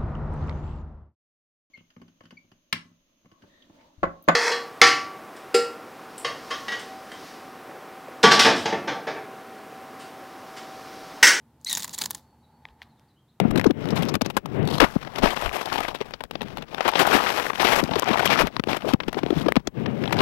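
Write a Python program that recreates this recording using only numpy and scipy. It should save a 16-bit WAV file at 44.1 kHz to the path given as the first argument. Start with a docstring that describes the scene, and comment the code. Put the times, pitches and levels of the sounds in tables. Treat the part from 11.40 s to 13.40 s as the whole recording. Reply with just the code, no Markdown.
"""In a garden, close by, a small bird held by a mantis thrashes its wings against stiff leaves.
Feathers slap, snap and rustle, the leaves knock back, the wingbeats push air, and the bird squeals once.
Then it goes still and a leaf ticks a few times as clicks run along it, with a soft rub and a scrape.
Behind are outdoor air, far traffic, a low hum, a thin whine and a distant songbird."""
import sys
import numpy as np
from scipy import signal
from scipy.fft import rfft, irfft
from scipy.io import wavfile

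SR = 44100
rng = np.random.default_rng(int(sys.argv[2]) if len(sys.argv) > 2 else 0)


def unload_wav(signal):
    """Save mono or channel-first audio to the path in sys.argv[1] as 16-bit WAV at rate SR, clipped to [-1, 1]."""
    wavfile.write(
        sys.argv[1],
        SR,
        np.round(np.clip(np.atleast_2d(signal).T, -1, 1) * 32767).astype(np.int16),
    )


N = 88200
TIME_S = np.arange(N) / SR
HIT_SIZE, HIT_LEAD = 2048, 512  # samples: a hit's buffer, and the lead-in to its peak


def from_db(db):
    """Decibels to gain."""
    return 10 ** (np.asarray(db) / 20)


def unit_rms(x):
    """Scale to unit rms."""
    return x / np.sqrt(np.mean(x ** 2) + 1e-20)


def curve(rows, column=1):
    """One column of a breakpoint curve at every sample."""
    rows = np.array(rows)
    return np.interp(TIME_S, rows[:, 0], rows[:, column])


def gesture(rows, column=1):
    """Gain from a dB curve, silent outside it."""
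    return from_db(curve(rows, column)) * (TIME_S > rows[0][0]) * (TIME_S < rows[-1][0])


def bins(size):
    """Frequencies of a spectrum, floored at 1 Hz."""
    return np.maximum(np.fft.rfftfreq(size, 1 / SR), 1)


def at_hz(points, hz):
    """Read a table on a log-frequency axis."""
    points = np.array(points)
    return np.interp(np.log(hz), np.log(points[:, 0]), points[:, 1])


def colour(x, eq, tilt=0):
    """Minimum-phase EQ with a tilt in dB per octave, rolling off below its first point."""
    size = x.shape[-1]
    hz, lowest_hz = bins(size), eq[0][0]
    octaves = np.log2(np.maximum(hz, lowest_hz) / 1000)
    low_cut = np.minimum(hz / lowest_hz + .01, 1)
    gain = from_db(at_hz(eq, hz) + tilt * octaves) * low_cut
    cepstrum = irfft(np.log(gain), size)
    cepstrum[1:size // 2] *= 2  # folded so that ringing follows the attack
    cepstrum[size // 2 + 1:] = 0
    return irfft(rfft(x) * np.exp(rfft(cepstrum)), size)


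def drift(rate_hz):
    """Random wander with unit spread, mostly slower than the given rate."""
    return unit_rms(irfft(rfft(rng.standard_normal(N)) / (1 + (bins(N) / rate_hz) ** 2), N))


def stereo(pair, width):
    """Mid and side to left and right, the side scaled by a width table."""
    mid, side = pair
    side = irfft(rfft(side) * at_hz(width, bins(len(mid))), len(mid))
    return np.array([mid + side, mid - side])


def noise(eq, width):
    """Smooth stereo noise of a given colour and width."""
    return unit_rms(stereo(colour(rng.standard_normal((2, N)), eq), width))


def place(out, start_s, hit, level_db):
    """Mix in a hit with the energy of 4 ms at the given level."""
    start = int(start_s * SR) - HIT_LEAD
    energy = np.mean(np.sum(hit ** 2, axis=-1))
    out[:, start:start + HIT_SIZE] += hit * from_db(level_db) * np.sqrt(.004 * SR / energy)


# stereo spread of the ambience: freq_hz, side_over_mid
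AIR_WIDTH = [(200, .004), (450, 0.052), (1000, 0.068), (1800, 0.2), (4000, 0.6), (8000, .85), (15000, 0.58)]
# tone of the air bed and of the wind puff: freq_hz, gain_db
AIR_EQ = [(15, -64), (25, -36.5), (43, -14), (72, -8.5), (145, 2), (175, -7), (242, -6.5), (326, -11.5),
          (384, -14.5), (624, -20), (863, -17.5), (1160, -22.5), (2350, -32), (3920, -34.5), (5730, -38.5),
          (14800, -39), (16000, -45.5)]
PUFF_EQ = [(25, -4.5), (65, 17), (110, -17), (300, -62)]
# their fader rides: time_s, level_db
AIR_LEVEL = [(0, -61.5), (.9, -61.5), (1.4, -62.5), (1.65, -61.5), (1.78, -64), (2, -63)]
PUFF_LEVEL = [(1.29, -68), (1.335, -57.5), (1.375, -87.5)]

def outdoor_air():
    """A bed of open air with one low puff of wind."""
    bed = noise(AIR_EQ, AIR_WIDTH) * from_db(curve(AIR_LEVEL))
    return bed + noise(PUFF_EQ, AIR_WIDTH) * gesture(PUFF_LEVEL)


# tone of far tyres: freq_hz, gain_db
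TRAFFIC_EQ = [(300, -13.5), (700, -10), (870, 2.5), (1100, -17.5), (2000, -27), (5000, -52)]
# traffic swells: time_s, level_db
TRAFFIC_LEVEL = [(0, -74), (.6, -60.5), (1.0, -67.5), (1.16, -63), (1.48, -65.5), (1.65, -70), (1.8, -86),
                 (2, -90)]

def traffic():
    """Far tyre noise swells and fades."""
    return noise(TRAFFIC_EQ, AIR_WIDTH) * from_db(curve(TRAFFIC_LEVEL))


# fader ride of the hum: time_s, level_db
HUM_LEVEL = [(0, -64), (.2, -63.5), (1.1, -66.5), (1.5, -64), (1.75, -81), (2, -70.5)]

def hum(pitch_hz=77.2, third_db=-2.5):
    """A low tone and its third harmonic, each wavering in level and phase."""
    tone = np.zeros(N)
    for harmonic, db in ((1, 0), (3, third_db)):
        gain = from_db(db + 2.5 * drift(5))
        tone += gain * np.sin(2 * np.pi * harmonic * pitch_hz * TIME_S + .5 * drift(3))
    return tone * from_db(curve(HUM_LEVEL))


# fader ride of the whine: time_s, level_db
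WHINE_LEVEL = [(.7, -92), (.83, -77), (1.0, -81.5), (1.17, -76), (1.22, -82), (1.31, -86), (1.38, -86)]

def whine(pitch_hz=4440):
    """One thin, unsteady high tone."""
    gain = gesture(WHINE_LEVEL) * from_db(2 * drift(13))
    return gain * np.sin(2 * np.pi * pitch_hz * TIME_S + .45 * drift(24))


# song notes: start_s, length_s, start_hz, end_hz, arch_hz, prefader_db
CHIRPS = [(1.027, 0.034, 3810, 3700, 140, -66.5), (1.483, 0.053, 4200, 3750, 197, -71),
          (1.57, 0.038, 3880, 3200, 2.6, -72.5), (1.68, 0.016, 4200, 5020, 0.52, -68.5),
          (1.694, 0.029, 4090, 3910, 7.5, -69.5), (1.757, 0.06, 2900, 3216, 89, -68.5),
          (1.875, 0.046, 3196, 3300, 840, -69.5)]

def songbird(warble_hz=110):
    """Faint whistles that glide along an arch with a fast random warble."""
    out = np.zeros(N)
    for start_s, length_s, start_hz, end_hz, arch_hz, db in CHIRPS:
        progress = np.clip((TIME_S - start_s) / length_s, 0, 1)
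        arch = np.sin(np.pi * progress)
        hz = start_hz + (end_hz - start_hz) * progress + arch_hz * arch + warble_hz * drift(337)
        out += from_db(db) * np.sqrt(2 * np.abs(arch)) * np.sin(2 * np.pi * np.cumsum(hz) / SR)
    return out


def garden_reverb(x, t60_s=.45, predelay_s=.004, lowpass_hz=4000):
    """Scattered, dulled reflections from foliage and walls."""
    t = np.arange(SR // 2) / SR
    tail = stereo(rng.standard_normal((2, len(t))), AIR_WIDTH)
    tail *= from_db(-60 * t / t60_s) * (t > predelay_s)
    tail /= np.sqrt(np.sum(tail ** 2) / 2)
    tail = signal.sosfilt(signal.butter(1, lowpass_hz, fs=SR, output="sos"), tail)
    return signal.fftconvolve(x * np.ones((2, 1)), tail, axes=1)[:, :N]


# microphone channel imbalance on the ticks and the squeal: freq_hz, side_over_mid
MIC_IMBALANCE = [(500, .02), (1200, 0.048), (1900, 0.2), (3000, 0.087), (6000, .05)]

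def mic_imbalance(x):
    """Unequal microphone channels make the left louder, mostly near 1.9 kHz."""
    return stereo((x, x), MIC_IMBALANCE)


# stereo spread of the close textures: freq_hz, side_over_mid
GRAIN_WIDTH = [(500, .03), (1300, .06), (1850, 0.13), (2700, .07), (4300, 0.11), (7000, .3), (13000, 0.47)]

def grains(size, spread_db=7):
    """Dense tiny clicks of uneven strength as barbs, leaf or claw slip."""
    clicks = rng.standard_normal((2, size))
    strength = from_db(spread_db * np.clip(rng.standard_normal(size), -2, 2))
    return stereo(clicks * strength, GRAIN_WIDTH)


# tone of the claw and of the shifting leaf: freq_hz, gain_db
SCRAPE_EQ = [(800, -9.5), (2000, -2), (3000, -4), (5000, -7), (7000, -22.5), (16000, -22)]
RUB_EQ = [(600, -11), (1000, 6), (1350, -6.5), (1850, 0.5), (2600, -15), (3800, -6), (6000, -22),
          (12000, -28)]
# their envelopes: time_s, level_db
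SCRAPE_LEVEL = [(1.419, -55), (1.423, -53.5), (1.429, -50.5), (1.436, -61.5), (1.452, -89)]
RUB_LEVEL = [(1.22, -77), (1.262, -66), (1.305, -65), (1.35, -90), (1.39, -70), (1.425, -62), (1.47, -65.5),
             (1.53, -79), (1.62, -72), (1.72, -80)]

def leaf_friction():
    """A claw scrapes on after one tick, and the leaf rubs softly as it shifts."""
    scrape = unit_rms(colour(grains(N), SCRAPE_EQ)) * gesture(SCRAPE_LEVEL)
    rub = unit_rms(colour(grains(N), RUB_EQ)) * gesture(RUB_LEVEL)
    return scrape + rub


# tick cues: start_s, level_db, tilt_db_per_octave, edge_echo_s
TICKS = [(1.2533, -36.5, 0, .00069), (1.2871, -54, 3, 0.00049), (1.4184, -38, 2, 0.000777),
         (1.596, -63, 16.5, 0.00027)]
# tone of a tick: freq_hz, gain_db
TICK_EQ = [(300, -14.5), (600, -12.5), (920, 0), (1330, -6), (1950, 3), (2700, -4), (3600, -8),
           (5500, -23.5), (8000, -38), (16000, -64)]

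def leaf_ticks(travel_at_1khz_s=.001304, front_hz=4968, echo_gain=.75):
    """A click runs along the leaf as a bending wave, highs first, and returns inverted from the edge."""
    out, hz = np.zeros((2, N)), bins(HIT_SIZE)
    lag_s = travel_at_1khz_s * np.maximum(np.sqrt(1000 / hz) - np.sqrt(1000 / front_hz), 0)
    wave = np.exp(-2j * np.pi * np.cumsum(lag_s + HIT_LEAD / SR) * SR / HIT_SIZE)
    for start_s, level_db, tilt, echo_s in TICKS:
        edge_comb = 1 - echo_gain * np.exp(-2j * np.pi * hz * echo_s)
        tick = colour(irfft(wave * edge_comb), TICK_EQ, tilt)
        place(out, start_s, mic_imbalance(tick), level_db)
    return out


# contour of the cry: time_s, pitch_hz, level_db
SQUEAL = [(.258, 2150, -58), (.262, 2060, -46), (.266, 2000, -34.5), (.271, 1950, -31), (.277, 2130, -33),
          (.281, 2050, -32.5), (.287, 2230, -32.5), (.296, 1940, -30.5), (.302, 1900, -31),
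          (.306, 1900, -37), (.311, 2000, -30.5), (.319, 1900, -28.5), (.326, 1880, -33),
          (.343, 1860, -34.5), (.35, 1860, -40), (.364, 1850, -41), (.37, 1850, -55)]
# its harmonics, from the fundamental up: gain_db
SQUEAL_HARMONICS = [-17, -4.5, -16, -19, -28, -30]
# tone of its hiss: freq_hz, gain_db
HISS_EQ = [(3200, -31), (4500, -0.5), (8000, -3), (9500, -7.5), (11000, -1.5), (15000, -11)]

def squeal(jitter=.023, flutter_db=3, rasp=.35, hiss_db=-15):
    """A raspy, wavering, falling cry, strongest in its second harmonic, with hiss pulsing at its pitch."""
    pitch_hz = curve(SQUEAL) * (1 + jitter * drift(500))
    phase = 2 * np.pi * np.cumsum(pitch_hz) / SR
    tone = sum(from_db(db + flutter_db * drift(235)) * np.sin(harmonic * phase)
               for harmonic, db in enumerate(SQUEAL_HARMONICS, 1))
    hiss = unit_rms(colour(rng.standard_normal(N) * (1 + np.cos(phase)), HISS_EQ))
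    voice = unit_rms(tone * (1 + rasp * drift(600)))
    return (voice + from_db(hiss_db) * hiss) * gesture(SQUEAL, column=2)


# tone of the wing whoosh: freq_hz, gain_db
DRAUGHT_EQ = [(25, -19), (70, -7), (130, -2.5), (200, 3.5), (330, -6.5), (600, -10), (1500, -15),
              (4000, -56.5)]
# its spread: freq_hz, side_over_mid
DRAUGHT_WIDTH = [(40, .12), (400, .07)]
# its envelope: time_s, level_db
DRAUGHT_LEVEL = [(.22, -76.5), (.29, -57), (.35, -50.5), (.44, -53.5), (.5, -52.5), (.57, -57), (.625, -45),
                 (.68, -52.5), (.73, -53.5), (.81, -64)]

def wing_draught():
    """A low whoosh of air pushed by the wings."""
    return noise(DRAUGHT_EQ, DRAUGHT_WIDTH) * gesture(DRAUGHT_LEVEL)


# tone of rubbing feathers: freq_hz, gain_db
RUSTLE_EQ = [(400, -26.5), (950, 8), (1350, -9.5), (1900, 0.5), (2600, -6), (3800, 5.5), (5500, 1),
             (7000, -1.5), (9000, -2), (16000, -3)]
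# their envelope: time_s, level_db
RUSTLE_LEVEL = [(.2, -72.5), (.245, -69.5), (.262, -50), (.29, -53.5), (.3, -36), (.34, -36.5), (.39, -41),
                (.452, -40.5), (.468, -55), (.51, -47), (.526, -53), (.541, -36), (.555, -47), (.572, -55),
                (.605, -39.5), (.632, -40.5), (.668, -47), (.69, -66.5), (.702, -45.5), (.73, -56),
                (.777, -53), (.82, -71.5), (.9, -92)]

def feather_rustle(clump_db=2.5, crackle_db=3):
    """Feathers rub between the slaps, in clumps with a finer crackle on top."""
    friction = grains(N) * from_db(clump_db * drift(200) + crackle_db * drift(1500))
    return unit_rms(colour(friction, RUSTLE_EQ)) * gesture(RUSTLE_LEVEL)


def contact(rise_s, decay_s):
    """One contact: a burst of grains that rises and dies exponentially."""
    t = (np.arange(HIT_SIZE) - HIT_LEAD) / SR
    return grains(HIT_SIZE) * np.exp(-np.maximum(-t / rise_s, t / decay_s))


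# flick cues: start_s, level_db, decay_s
FLICKS = [(0.2134, -61, 0.0013), (0.2477, -31.5, 0.0015), (0.35, -32, 0.0012), (0.3575, -35.5, .0014),
          (0.37, -36.5, 0.00086), (0.5334, -36, .005), (0.6563, -33.5, .0017), (0.6604, -36, .001)]
# tone of a feather tip: freq_hz, gain_db
FLICK_EQ = [(1500, -42), (3000, -38.5), (4300, -9), (5400, -7), (6900, 3.5), (8500, -6.5), (11500, -11),
            (15000, -33.5)]

def feather_flicks(rise_share=.35):
    """Feather tips flick lightly past, with no knock."""
    out = np.zeros((2, N))
    for start_s, level_db, decay_s in FLICKS:
        place(out, start_s, colour(contact(rise_share * decay_s, decay_s), FLICK_EQ), level_db)
    return out


# body of the struck leaf: freq_hz, gain_db
KNOCK_EQ = [(200, -9.5), (500, -13.5), (820, 0.5), (1050, 2.5), (1350, -8), (1800, 3), (2500, -10.5),
            (4000, -8.5)]

def leaf_knock(blow_decay_s=0):
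    """The leaf's short, dull answer, dying a little slower than the blow."""
    return colour(contact(rise_s=.00083, decay_s=blow_decay_s + .002), KNOCK_EQ)


# snap cues: start_s, level_db, pitch_hz, knock_db
SNAPS = [(0.329, -21.5, 9000, -35), (.3727, -29, 5030, -33.5), (0.3773, -32, 10880, -42.5),
         (0.3834, -37.5, 13060, -40.5), (0.6188, -27.5, 6940, -37.5), (.708, -26.5, 11350, -32),
         (.7481, -35.5, 7500, -61)]
# tone of a snap: pitch_multiple, gain_db
SNAP_EQ = [(.12, -21.5), (.25, -14.5), (.42, -5.5), (.72, -8.5), (1, 4), (1.35, -3.5), (2, -22.5)]

def quill_snaps(scratch_db=-7, scratch_decay_s=.0006):
    """A quill snaps past a leaf edge: a knock, a broad crack and a brief scratch of slipping barbs."""
    out = np.zeros((2, N))
    for start_s, level_db, pitch_hz, knock_db in SNAPS:
        place(out, start_s, leaf_knock(), knock_db)
        snap = contact(1 / SR, scratch_decay_s)
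        snap *= from_db(scratch_db) / np.sqrt(np.sum(snap ** 2) / 2)
        snap[:, HIT_LEAD] = 1  # the crack, at the head of the scratch
        eq = [(multiple * pitch_hz, db) for multiple, db in SNAP_EQ]
        place(out, start_s, colour(snap, eq), level_db)
    return out


def feather_ring(x, hz, boost_db=6.5, bandwidth_hz=600):
    """The struck feather's own resonance lifts a narrow band."""
    radius = np.exp(-np.pi * bandwidth_hz / SR)
    feedback = [1, -2 * radius * np.cos(2 * np.pi * hz / SR), radius ** 2]
    band = signal.lfilter([1, 0, -1], feedback, x) * (1 - radius ** 2) / 2
    return x + (from_db(boost_db) - 1) * band


# slap cues: start_s, level_db, decay_s, tilt_db_per_octave, knock_db, ring_hz
SLAPS = [(.298, -30.5, .0014, 6, -47.5, 7100), (0.3038, -33.5, .0012, 6, -40.5, 7250),
         (0.3106, -31.5, .0014, 7.5, -50.5, 7000), (0.3297, -28, .0008, -2.5, -44.5, 6500),
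         (.3319, -31.5, .001, 1.5, -38, 6660), (.3515, -23.5, .001, -3.5, -37.5, 6700),
         (0.3731, -27, .0014, -3.5, -32.5, 6800), (0.3796, -34.5, .0009, -3.5, -34, 7200),
         (.396, -33.5, .0022, 0.5, -37, 6800), (0.4036, -35.5, .0012, -2, -41, 6700),
         (.4232, -33, .0011, -3.5, -39.5, 6470), (0.4315, -30.5, .002, -0.5, -42.5, 5000),
         (.4451, -29, .0007, 1.5, -30.5, 7180), (0.479, -42.5, .0012, -0.5, -37, 6770),
         (0.4943, -37.5, .0012, -4.5, -51, 4800), (.5454, -32.5, .0004, 2.5, -55, 7200),
         (0.5485, -33, .0018, 2.5, -52.5, 4250), (0.5799, -38, .0022, -6, -36, 4080),
         (.586, -28, .0014, 11, -42, 7360), (0.5891, -30, .0022, -2, -34, 5030),
         (.6141, -30.5, .0014, 1, -32.5, 4900), (.6163, -26, .001, -4, -33.5, 4800),
         (0.6196, -25.5, .0022, -5, -31.5, 4770), (.6386, -29, .0022, -4, -38, 7300),
         (0.6421, -38, .0012, -4, -36.5, 6700), (0.659, -25.5, .0014, -0.5, -32.5, 4900),
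         (0.7118, -32.5, .0006, 0, -41, 7310), (0.7484, -34.5, .0007, -0.5, -42, 7330),
         (0.7511, -37, .001, 1.5, -43.5, 7330)]
# tone of slapping feathers: freq_hz, gain_db
SLAP_EQ = [(1300, -20.5), (1900, -19), (2600, -11.5), (3700, -1), (4800, -2.5), (5700, -7), (6900, 2),
           (8500, -7), (12000, -10), (16000, -31.5)]

def wing_slaps(rise_share=.35):
    """Feathers slap the stiff leaves: each blow is a bright burst over a leaf knock."""
    out = np.zeros((2, N))
    for start_s, level_db, decay_s, tilt, knock_db, ring_hz in SLAPS:
        burst = colour(contact(rise_share * decay_s, decay_s), SLAP_EQ, tilt)
        place(out, start_s, feather_ring(burst, ring_hz), level_db)
        place(out, start_s, leaf_knock(decay_s), knock_db)
    return out


def scene(near_reverb_db=-22.5, song_direct_db=-4, song_reverb_db=-5):
    """The struggle up front and almost dry, the songbird deep in reverb, the ambience underneath."""
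    wings = wing_slaps() + feather_flicks() + quill_snaps() + feather_rustle() + wing_draught()
    near = wings + mic_imbalance(squeal()) + leaf_ticks() + leaf_friction()
    song = songbird()
    near += from_db(near_reverb_db) * garden_reverb(near)
    far = from_db(song_direct_db) * song + from_db(song_reverb_db) * garden_reverb(song)
    return near + far + hum() + whine() + outdoor_air() + traffic()


def record(dry):
    """A steep low-pass takes off the top above 16.2 kHz."""
    lowpass = signal.firwin(201, 16200, fs=SR, window="blackman")
    return signal.fftconvolve(dry, lowpass[None], "same", axes=1)


dry = scene()
out = record(dry)
unload_wav(out)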